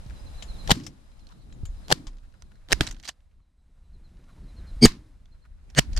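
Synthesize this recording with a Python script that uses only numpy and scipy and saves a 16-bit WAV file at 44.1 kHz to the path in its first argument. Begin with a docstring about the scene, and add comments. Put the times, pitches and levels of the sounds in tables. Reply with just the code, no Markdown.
"""An open stubble field: shotguns fire beside a small pair of microphones.
Noise cracks, dull or bright, ride on pressure pushes; fainter, duller repeats lead up to them.
Buzzes made of many sines swell, sag or creep up for a moment and stop dead; then hiss and rumble fade.
Gun parts clack as noise puffs, shells tinkle as sines, cloth brushes, air bumps the microphones, birds chirp
as sliding sines, insects sing in thin bands. The tables let wind, rustle and air noise sink after blasts."""
import sys
import numpy as np
from scipy import signal
from scipy.fft import rfft, irfft
from scipy.io import wavfile

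SR = 44100
rng = np.random.default_rng(int(sys.argv[2]) if len(sys.argv) > 2 else 0)


def transcribe(u):
    """Save the signal u as a 16-bit wav file named by the first command-line argument.

    u: samples, shape (n,) or (channels, n), limited to [-1, 1]; the rate is SR.
    q: integer samples, one column per channel.
    """
    v = np.clip(np.atleast_2d(u).T, -1, 1)
    q = np.round(v * 32767).astype(np.int16)
    wavfile.write(sys.argv[1], SR, q)


N = 264189   # length in samples, about 6 s


def from_db(db):
    """Turn decibels into a gain."""
    return 10 ** (np.asarray(db) / 20)


def rms_one(x):
    """Scale a sound to an rms (average strength) of 1."""
    return x / np.sqrt(np.mean(x ** 2) + 1e-20)


def in_time(rows):
    """Draw the columns of a table as curves, one value per sample."""
    s, *columns = np.transpose(rows)
    return [np.interp(np.arange(N) / SR, s, c) for c in columns]


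def add(out, sound, s):
    """Mix a stereo sound in, starting at s seconds."""
    at = round(s * SR)
    out[:, at:at + sound.shape[1]] += sound[:, :N - at]


def drift(rate_hz):
    """Wander slowly at random with an average strength of 1; a higher rate wanders faster."""
    steps_per_s = 60
    steps = rng.standard_normal(int(N / SR * steps_per_s) + 2)
    memory = np.exp(-2 * np.pi * min(rate_hz, 25) / steps_per_s)
    slow = signal.lfilter([1], [1, -memory], steps)
    return np.interp(np.arange(N) / SR * steps_per_s, np.arange(len(slow)), rms_one(slow))


def coloured(spectrum, size):
    """Make two unrelated noises (mid and side) with a given balance of pitches, together of rms 1."""
    hz = np.maximum(np.arange(size // 2 + 1) * SR / size, 1)
    points = np.array(spectrum)
    shape = from_db(np.interp(np.log(hz), np.log(points[:, 0]), points[:, 1]))
    return rms_one(irfft(rfft(rng.standard_normal((2, size))) * shape, size))


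def spread(pair, unlike, pan_db=0):
    """Turn mid and side into left and right: more side makes the two ears less alike."""
    unlike = np.clip(unlike, 0, 1)
    mid = np.sqrt(1 - unlike / 2) * pair[0]
    side = np.sqrt(unlike / 2) * pair[1] * [[1], [-1]]
    return (mid + side) * from_db([[pan_db / 2], [-pan_db / 2]])


def width_at(s):
    """Tell how unlike the two channels of the background are at a time."""
    # stereo width, narrowing after blasts: t/s, unlikeness/0-1
    width = [(0, 0.8), (.55, 0.76), (.85, 0.39), (1.1, 1), (1.8, 0.8), (1.98, 0.6), (2.9, .4), (3.5, 0),
             (4.95, 0), (5.5, 0.51), (5.99, .6)]
    return np.clip(np.interp(s, *np.transpose(width)), 0, 1)


def resonate(x, hz, width_hz):
    """Let one band of pitches ring, with a gain of 1 at its middle."""
    r = np.exp(-np.pi * width_hz / SR)
    feedback = [1, -2 * r * np.cos(2 * np.pi * hz / SR), r * r]
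    return signal.lfilter(np.array([1, 0, -1]) * (1 - r * r) / 2, feedback, x)


def burst(peak_db, hz, rise_s, t60, top_hz, sharpness, air_db, body_db):
    """Puff noise, mid and side, through a ringing band, a body and a broad band that is dull above its top."""
    # colour from the ground and the gun: f/Hz, width/Hz, level/dB
    body_bands = [(405, 100, -2.5), (730, 250, -4), (1747, 430, -0.5), (3070, 760, -7.5)]
    t = np.arange(2600) / SR   # cut off after 59 ms
    attack = np.minimum(t / rise_s, 1) ** 2
    fall = from_db(-60 * np.maximum(t - rise_s, 0) / t60)
    puff = rng.standard_normal((2, len(t))) * fall * attack
    band = signal.butter(3, [500, min(top_hz, 16000)], "band", fs=SR, output="sos")
    broad = signal.sosfilt(band, puff)
    body = sum(from_db(db + body_db) * resonate(puff, mid, width) for mid, width, db in body_bands)
    air = from_db(air_db) * (top_hz / 8000) ** 3.0 * puff
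    sound = resonate(puff, hz, hz / sharpness) + from_db(-9) * broad + body + air
    return from_db(peak_db) * sound / np.abs(sound[0]).max()


def cracks():
    """Puff noise, dull or bright, each on a short push of pressure."""
    # cracks, with fainter, duller repeats about 10.7 ms apart leading up to them:
    # t/s, peak before panning/dB, ring f/Hz, time to fall 60 dB/s, left over right/dB,
    # thump level before its decay/dB, thump f/Hz
    crack_rows = [(0.6744, -22, 3905, .02, 1, -47, 299), (0.684, -33, 3377, 0.037, -1.5, -33, 607),
                  (0.6951, -17, 3700, 0.028, -4, -13, 830), (0.7051, -6, 3608, 0.054, 8, -8, 826),
                  (0.7134, -2.5, 4194, 0.0051, 12, -10.5, 202), (0.716, 0, 3640, 0.014, -10, -3, 173),
                  (1.8818, -28.5, 4286, 0.006, -5, -46, 305),
                  (1.9034, -16.5, 3312, 0.0049, -2, -18.5, 804.4), (1.914, -10.5, 4150, 0.036, 1, -8, 794),
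                  (1.9217, -4.5, 4500, 0.0072, 0, -12, 498), (1.9244, 4, 4300, 0.0049, 4, -12.5, 144),
                  (2.6863, -39, 3320, 0.0059, 0.5, -45, 299),
                  (2.708, -27.5, 3300, 0.014, 1.5, -30.5, 506.5),
                  (2.719, -8.5, 3267, 0.0078, 3.5, -21, 436.2), (2.725, -2, 5363, 0.0055, -4, -16.5, 314),
                  (2.729, 4, 5170, .0067, 0, -19.5, 110), (2.8078, -5, 1657, 0.007, -5.5, -10, 127.1),
                  (2.811, -24.5, 3033, 0.034, 11, -14, 291.7), (4.855, 0.5, 6500, 0.013, -4, -1, 131),
                  (4.861, -12.5, 3000, 0.026, 1, -6.5, 202), (5.7486, -31, 1800, 0.011, -2, -46, 300),
                  (5.7876, -1.5, 1580, .011, -3, -10, 212), (5.7919, 0, 4640, 0.0078, 0.5, -11, 128)]
    wider = 1.3   # than the background
    out, t = np.zeros((2, N)), np.arange(2600) / SR
    for s, peak_db, hz, t60, pan_db, thump_db, thump_hz in crack_rows:
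        top_hz = 7600 + 59.5 * peak_db   # louder cracks reach higher
        cycles = 0.36 + thump_hz / 450   # higher thumps ring for more cycles
        push = from_db(thump_db) * np.sin(2 * np.pi * thump_hz * t) * np.exp(-t * thump_hz / cycles)
        puff = burst(peak_db, hz, .0011, t60, top_hz, sharpness=7.4, air_db=-24, body_db=3.5)
        add(out, spread(puff, wider * width_at(s), pan_db) + push, s)
    return out


def buzz(curve, modes, unlike):
    """Stack sines at half-odd multiples of a rate, as if a grain repeats with its sign flipped each time."""
    stutter_hz = 93.75
    hz = (np.arange(160) + .5) * stutter_hz
    ringing = sum(from_db(db) / (1 + (2 * (hz - mid) / width) ** 2) for mid, width, db in modes)
    gains = ringing + from_db(-43.0) / (1 + (hz / 11000) ** 4)
    start_s, end_s = curve[0][0], curve[-1][0]
    t = np.arange(round((end_s - start_s) * SR)) / SR
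    pair = []
    for _ in ("mid", "side"):
        phases = 2 * np.pi * (np.outer(hz, t) + rng.random((len(hz), 1)))
        pair.append(gains @ np.sin(phases))
    level = from_db(np.interp(t + start_s, *np.transpose(curve)))
    out = np.zeros((2, N))
    add(out, level * spread(rms_one(np.array(pair)), unlike), start_s)
    return out


def buzzes():
    """Buzz around the blasts: each swells steadily, then sags or creeps up for a moment and stops dead."""
    # buzzes: fully swollen at t/s, level then/dB, swell rate/dB per s, time until the stop/s,
    # change by then/dB, unlikeness/0-1
    buzz_rows = [(.712, -21, 900.5, 0.015, -11, 0.16), (1.918, -23, 901, 0.009, -13, .2),
                 (2.725, -25.5, 899.5, 0.0068, -11, .2), (4.827, -10, 2200, .027, 8, 0),
                 (5.781, -16, 1300, .01, 5.5, 0.15)]
    # what the first three, the fourth and the fifth buzz ring with: f/Hz, width/Hz, level/dB
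    ring_near = [(140, 70, 3.5), (776, 1000, -1.5), (3600, 6300, -9.5), (7570, 110, -9.5)]
    ring_long = [(140, 56, -7), (235, 40, 0.5), (327, 40, -12), (431, 69, -9), (720, 200, -29),
                 (2250, 150, -18), (3200, 200, -27), (4450, 41, -15.5), (4770, 110, -4), (5190, 93, -18.5),
                 (6430, 93, -18), (8100, 100, -35.5), (8600, 200, -20), (11000, 400, -49.5)]
    ring_short = [(137, 75, -6.5), (517, 240, -19), (1800, 590, -15), (2940, 240, -20), (4550, 740, -22.5),
                  (6510, 770, -22.5), (8290, 220, -20)]
    swell_db, stop_s, stop_db = 35, 0.0016, 48   # height of the swell; time and depth of the stop
    out = 0
    for row, modes in zip(buzz_rows, [ring_near] * 3 + [ring_long, ring_short]):
        s, level_db, swell, wait, change_db, unlike = row
        end_s, end_db = s + wait, level_db + change_db
        curve = [(s - swell_db / swell, level_db - swell_db), (s, level_db),
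                 (end_s, end_db), (end_s + stop_s, end_db - stop_db)]
        out = out + buzz(curve, modes, unlike)
    return out


def tails():
    """Echo off the ground and far trees: hiss fades, treble fastest, while rumble rolls in a little later."""
    # echoes: t/s, hiss level/dB, time for the lower hiss to fall 60 dB/s, rumble level/dB
    tail_rows = [(0.72, -40.5, .41, -30.5), (1.927, -40.5, .2, -39), (2.732, -41, .23, -42.5),
                 (2.812, -34.5, 0.26, -42.5), (4.861, -28, .2, -39), (5.795, -36.5, 0.17, -41.5)]
    # balance of the hiss: f/Hz, relative level per Hz/dB
    hiss_spectrum = [(530, -37), (900, -8.5), (1010, -4.5), (1420, -9.5), (1750, -6.5), (3540, -9),
                     (4440, -4), (15500, -28)]
    rumble_rise_s, rumble_t60_s = 0.035, .53
    out, t = np.zeros((2, N)), np.arange(SR // 2) / SR   # each ends after half a second
    low_pass = signal.butter(1, 4500, fs=SR, output="sos")
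    rumble_band = signal.butter(5, [109, 330], "band", fs=SR, output="sos")
    for s, hiss_db, hiss_t60, rumble_db in tail_rows:
        hiss = coloured(hiss_spectrum, size=len(t))
        dull = signal.sosfilt(low_pass, hiss)
        treble = hiss - dull
        hiss = dull * from_db(-60 * t / hiss_t60) + treble * from_db(-90 * t / hiss_t60)
        # scattered echoes come in lumps
        hiss *= from_db(1.2 * np.interp(t, t[::220], rng.standard_normal(len(t[::220]))))
        rumble = rms_one(signal.sosfilt(rumble_band, rng.standard_normal((2, len(t)))))
        rise = 1 - np.exp(-(t / rumble_rise_s) ** 2)
        rumble *= rise * from_db(rumble_db - 60 * t / rumble_t60_s)
        add(out, spread(from_db(hiss_db) * hiss, 0.76) + spread(rumble, .05), s)
    return out


def clicks():
    """Tick with short dry puffs where gun parts and gear touch; empty shells ring as fading sines."""
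    # gun actions, shells and gear: t/s, peak before panning/dB, ring f/Hz, time to fall 60 dB/s,
    # left over right/dB
    click_rows = [(0.0636, -48, 4000, .025, -1), (0.098, -46.5, 1050, .028, 4),
                  (0.4235, -28.5, 3070, 0.062, 9.5), (0.7544, -40.5, 6900, .02, 14),
                  (0.7998, -38, 1900, 0.018, 4), (0.809, -44, 2800, .02, 0.5), (0.835, -44, 5100, 0.14, -7),
                  (0.865, -29.5, 5440, 0.057, 7.5), (1.1167, -51, 1100, 0.02, -8),
                  (1.194, -52, 1040, 0.037, -13), (1.2687, -45, 4020, .025, -11),
                  (1.289, -52, 1057, .025, -10), (1.3194, -50.5, 1170, .057, -14),
                  (1.5247, -43, 1860, 0.026, 2.5), (1.654, -36.5, 6900, .049, 5.5),
                  (2.069, -34.5, 1060, 0.075, 4.5), (2.132, -58, 4520, .015, 1),
                  (2.169, -50.5, 1397, .025, -3), (2.1838, -51, 2505, 0.027, -1),
                  (2.324, -53.5, 2500, .02, -3), (2.4219, -36.5, 1430, 0.015, -9),
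                  (2.5555, -54.5, 1500, 0.014, -12), (2.8675, -27, 5480, 0.024, -14.5),
                  (2.873, -21, 3970, 0.027, -3), (2.8863, -36, 4330, .064, 9),
                  (2.9105, -34, 5650, .029, -13), (2.9242, -44, 5960, 0.034, 17),
                  (2.9448, -46, 1920, .025, -7), (2.9656, -51, 1460, .025, -18),
                  (2.9984, -43.5, 4240, .027, -7), (3.0282, -44, 5800, .025, -6),
                  (3.0351, -39.5, 2190, .029, 3), (3.046, -42, 6300, 0.043, -6),
                  (3.052, -34, 4300, .058, -10), (3.0766, -25, 4350, 0.085, 0.5),
                  (3.0852, -21.5, 4930, 0.03, -6), (3.09, -20, 3006, 0.026, -2.5),
                  (3.205, -60, 2890, .015, 2.5), (4.0897, -65, 1080, 0.038, 1.5),
                  (4.1694, -60, 1312, .023, 0.5), (4.2396, -58, 1213, 0.026, 0),
                  (5.2564, -55.5, 3530, .025, -4), (5.7007, -48, 5310, 0.031, -7),
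                  (5.931, -41, 4250, 0.041, -11), (5.95, -48.5, 4500, .03, 1), (5.964, -29, 5200, 0.07, 11),
                  (5.9736, -26.5, 4470, 0.044, -18.5)]
    # empty shells ringing: t/s, level/dB
    tinkles = [(.427, -48), (1.527, -62.5), (1.657, -50.5)]
    # tones of one shell: f/Hz, relative level/dB, time to fall 60 dB/s
    shell_tones = [(6470, -6, 0.14), (7100, -4, 0.066), (7180, 3.5, 0.097)]
    out, t = np.zeros((2, N)), np.arange(4400) / SR   # shells ring for 0.1 s
    for s, peak_db, hz, t60, pan_db in click_rows:
        top_hz = 9500 + 55 * peak_db   # fainter contacts are duller
        tick = burst(peak_db, hz, 0.00026, t60, top_hz, sharpness=7.6, air_db=-25, body_db=-10.0)
        add(out, spread(tick, .25, pan_db), s)
    for s, level_db in tinkles:
        ring = sum(from_db(level_db + db - 60 * t / t60) * np.sin(2 * np.pi * hz * t)
                   for hz, db, t60 in shell_tones)
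        add(out, np.outer([1, 1], ring), s)
    return out


def brushes():
    """Brush cloth and stubble: uneven grains of noise swell and fade in one soft stroke."""
    # strokes: t/s, level at the top of the stroke/dB, centre f/Hz, length (0.1 s at most)/s
    brush_rows = [(0.089, -53, 1500, 0.034), (1.285, -57, 1110, 0.061), (2.212, -64.5, 1530, 0.065),
                  (2.329, -64, 1397, 0.038), (2.504, -62.5, 1477, 0.031), (2.937, -68, 4130, 0.11),
                  (3.027, -48.5, 3530, 0.053), (3.302, -80.5, 2500, 0.037), (3.389, -75, 1094, 0.028),
                  (4.273, -61.5, 1287, 0.046), (4.357, -62.5, 872, 0.053), (5.324, -70.5, 1176, 0.064),
                  (5.432, -63, 1398, 0.043), (5.687, -62, 2450, 0.033), (5.907, -61.5, 4080, 0.064)]
    out = np.zeros((2, N))
    for s, level_db, hz, length in brush_rows:
        white = rng.standard_normal((3, 4400))[:, :round(length * SR)]
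        unevenness = from_db(12.0 * white[2])
        grains = rms_one(resonate(white[:2] * unevenness, hz, hz / 3.4))
        stroke = from_db(level_db) * np.hanning(grains.shape[1])
        add(out, spread(grains, width_at(s)) * stroke, s)
    return out


def bumps():
    """Bump the microphone openings: gusts and knocks push the air, which swings back and settles."""
    # bumps: t/s, level before the decay/dB, f/Hz, swings to fall to about a third/cycles,
    # weakening on the left/0-1
    bump_rows = [(0.061, -29.5, 127, 0.78, 0), (1.633, -20, 95, 0.78, 0.15), (1.689, -25.5, 33, 2, 0.05),
                 (2.07, -27, 31, 2.13, 0.08), (2.733, -13.5, 49, 0.83, 0.9), (2.81, -18, 72, 0.6, 0.1),
                 (2.901, -28, 31, 1.5, 0), (3.088, -39.5, 270, 0.46, 0.1), (4.769, -26, 40, 1.9, 0),
                 (4.857, -15.5, 63, .7, .05), (4.864, -12, 10.4, 0.18, 0.23), (5.795, -18, 24, .4, 1)]
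    out, t = np.zeros((2, N)), np.arange(SR // 4) / SR
    for s, level_db, hz, swings, weaker in bump_rows:
        push = from_db(level_db) * np.sin(2 * np.pi * hz * t) * np.exp(-t * hz / swings)
        add(out, np.outer([1 - weaker, 1], push), s)
    return out


def birds():
    """Chirp with sine notes that hold, then slide down in pitch, followed by faint echoes."""
    # chirps: t/s, peak before panning/dB, start f/Hz, length/s
    chirps = [(0.16, -61, 4000, .035), (0.259, -56.5, 4100, 0.032), (0.34, -60, 3950, .028),
              (0.375, -54, 4130, 0.048), (0.48, -51, 4220, 0.045), (0.528, -58, 3970, 0.047),
              (0.582, -50.5, 4170, .044), (0.603, -55, 4200, 0.035), (0.64, -58.5, 4040, .039),
              (1.108, -74.5, 4140, 0.034), (1.196, -70, 4250, .044), (1.305, -69, 4200, 0.044),
              (1.379, -75, 4300, .04), (1.4, -72, 4070, .04), (1.406, -71, 4380, .028),
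              (1.5094, -70, 4020, 0.043), (1.7509, -73.5, 4050, 0.044), (1.84, -62, 4210, 0.039),
              (2.33, -80, 4040, 0.05), (2.437, -76.5, 4240, 0.036), (2.5394, -72, 4260, 0.041),
              (3.4094, -83, 4170, .044), (3.467, -87, 4000, .04), (3.578, -84, 4060, 0.04),
              (3.8394, -80, 4060, 0.038), (3.9294, -70.5, 4220, .04), (4.0375, -67.5, 4210, .042),
              (4.18, -77, 4100, 0.042), (4.3, -71, 4074, .044), (4.4294, -73, 4300, .03),
              (4.48, -63.5, 4080, .035), (4.563, -59, 4250, 0.045), (4.668, -58.5, 4230, 0.043),
              (5.316, -67, 4200, .03), (5.418, -69.5, 4220, .027)]
    # echoes of each chirp: delay/s, relative level/dB
    echoes = [(.011, -11), (.027, -15), (.052, -18)]
    full_fall_semitones, full_chirp_s = 3.0, .045   # shorter notes stop before falling this far
    out = np.zeros((2, N))
    for s, peak_db, hz, length in chirps:
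        along = np.linspace(0, 1, round(length * SR))
        fall = full_fall_semitones * (along * length / full_chirp_s) ** 3
        phase = 2 * np.pi * np.cumsum(hz * 2 ** (-fall / 12)) / SR
        swell = np.sin(np.pi * along ** .8) ** .7
        pan_db = -12 * width_at(s)   # to the right, as far as the background is wide
        sides = from_db([pan_db / 2, -pan_db / 2])
        note = np.outer(sides, from_db(peak_db) * swell * np.sin(phase))
        add(out, note, s)
        for delay, echo_db in echoes:
            add(out, from_db(echo_db) * note, s + delay)
    return out


def far_insect():
    """Sing a thin, rough line far off: a sine that sags in pitch, roughened by slow noise."""
    # far insect: t/s, f/Hz, level/dB
    line = [(3.45, 8140, -100), (3.6, 8080, -90), (3.85, 8000, -88), (3.95, 7800, -88), (4.2, 7700, -98)]
    hz, level_db = in_time(line)
    rough = rms_one(signal.lfilter([1], [1, -.99], rng.standard_normal(N)))
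    return from_db(level_db) * rough * np.sin(2 * np.pi * np.cumsum(hz) / SR)


def field():
    """Fill the field with noise: lumpy wind, low rustle, airy hiss, crackling stalks and a throbbing insect."""
    # background, sinking after blasts and creeping back: t/s, wind level/dB, rustle level/dB, air level/dB
    levels = [(0.0, -41, -51.5, -58), (0.55, -38, -48.5, -53.5), (0.73, -36, -40.5, -50),
              (0.85, -55.5, -44, -62.5), (1.02, -51.5, -66, -65), (1.55, -44, -49, -65),
              (1.75, -36.5, -58.5, -61), (1.98, -46, -48.5, -58), (2.19, -49.5, -63.5, -69.5),
              (2.72, -47.5, -64, -69), (2.83, -30.5, -39, -46), (2.92, -48, -57, -63.5),
              (3.15, -55, -77.5, -75.5), (3.52, -64.5, -74, -84), (3.77, -50, -69, -77),
              (4.45, -45.5, -54, -67), (4.75, -36.5, -57, -63), (4.92, -50, -51, -65.5),
              (5.19, -52.5, -68, -73.5), (5.55, -52, -66, -74), (5.76, -41.5, -63.5, -67.5),
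              (5.91, -32, -51, -59), (5.99, -25.5, -48.5, -61)]
    # balance of wind, rustle and air: f/Hz, relative level/dB
    wind_spectrum = [(12, -30.5), (20, 7.5), (67, -0.5), (119, -20), (173, -23), (200, -22.5), (260, -61.5),
                     (440, -120)]
    rustle_spectrum = [(47, -37), (80, -6.5), (119, -8), (173, -10), (334, -20), (900, -42), (1170, -59.5),
                       (1980, -120)]
    air_spectrum = [(290, -28.5), (500, -1), (1580, -8), (3330, -14), (3960, -10.5), (4500, -15),
                    (5430, -16.5), (10200, -19.5), (12900, -27.5), (15500, -57.5)]
    insect_hz, insect_db, pulses_per_s = 5000, -19, 30   # level against the air, before throb and fading
    wind_db, rustle_db, air_db = in_time(levels)
    t = np.arange(N) / SR
    unlike = width_at(t)
    size = N + 3   # a length that is quick to transform

    gusts_db = 3 * drift(4)
    wind = spread(coloured(wind_spectrum, size)[:, :N], 0.57 * unlike) * from_db(wind_db + gusts_db)
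    rustle = spread(coloured(rustle_spectrum, size)[:, :N], 0.66 * unlike)
    rustle = rustle * from_db(rustle_db + 3.1 * drift(8.1))
    air = spread(coloured(air_spectrum, size)[:, :N], 1.6 * unlike) * from_db(air_db + 0.44 * drift(8))

    crackle = rng.standard_normal(N) * from_db(6 * np.clip(drift(20), -2, 2))
    stalks = rms_one(resonate(resonate(crackle, 1400, 1300), 1400, 1100))

    throb = .75 + .25 * np.sin(2 * np.pi * pulses_per_s * t)
    song = resonate(resonate(rng.standard_normal(N), insect_hz, 70), insect_hz, 70)
    fading_db = 3 * drift(2.5)
    insect = rms_one(song) * throb * from_db(insect_db + fading_db)
    return wind + rustle + air + from_db(air_db) * (from_db(-11.0) * stalks + insect)


def scene():
    """Add up the blasts, their echoes, the handling of the guns and the field."""
    blasts = cracks() + buzzes() + tails()
    handling = clicks() + brushes() + bumps()
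    return blasts + handling + birds() + far_insect() + field()


def record(dry):
    """Delay the right microphone's bass, round peaks towards full scale and cut the highest treble."""
    # how far the left leads below about 2 kHz: t/s, lead/samples
    bass_lead = [(0, 14.5), (2.5, 9.1), (2.65, 0.5)]
    late = np.interp(np.arange(N) - in_time(bass_lead)[0], np.arange(N), dry[1])
    low_pass = signal.butter(2, 2000, fs=SR, output="sos")
    right = dry[1] + signal.sosfiltfilt(low_pass, late - dry[1])   # swaps only the bass for its late copy
    both = np.array([dry[0], right])
    rounded = both / (1 + np.abs(both) ** 4) ** .25
    top_cut = signal.cheby2(12, 70, 16000, fs=SR, output="sos")   # 70 dB down from 16 kHz up
    return signal.sosfilt(top_cut, rounded)


dry = scene()
out = record(dry)
transcribe(out)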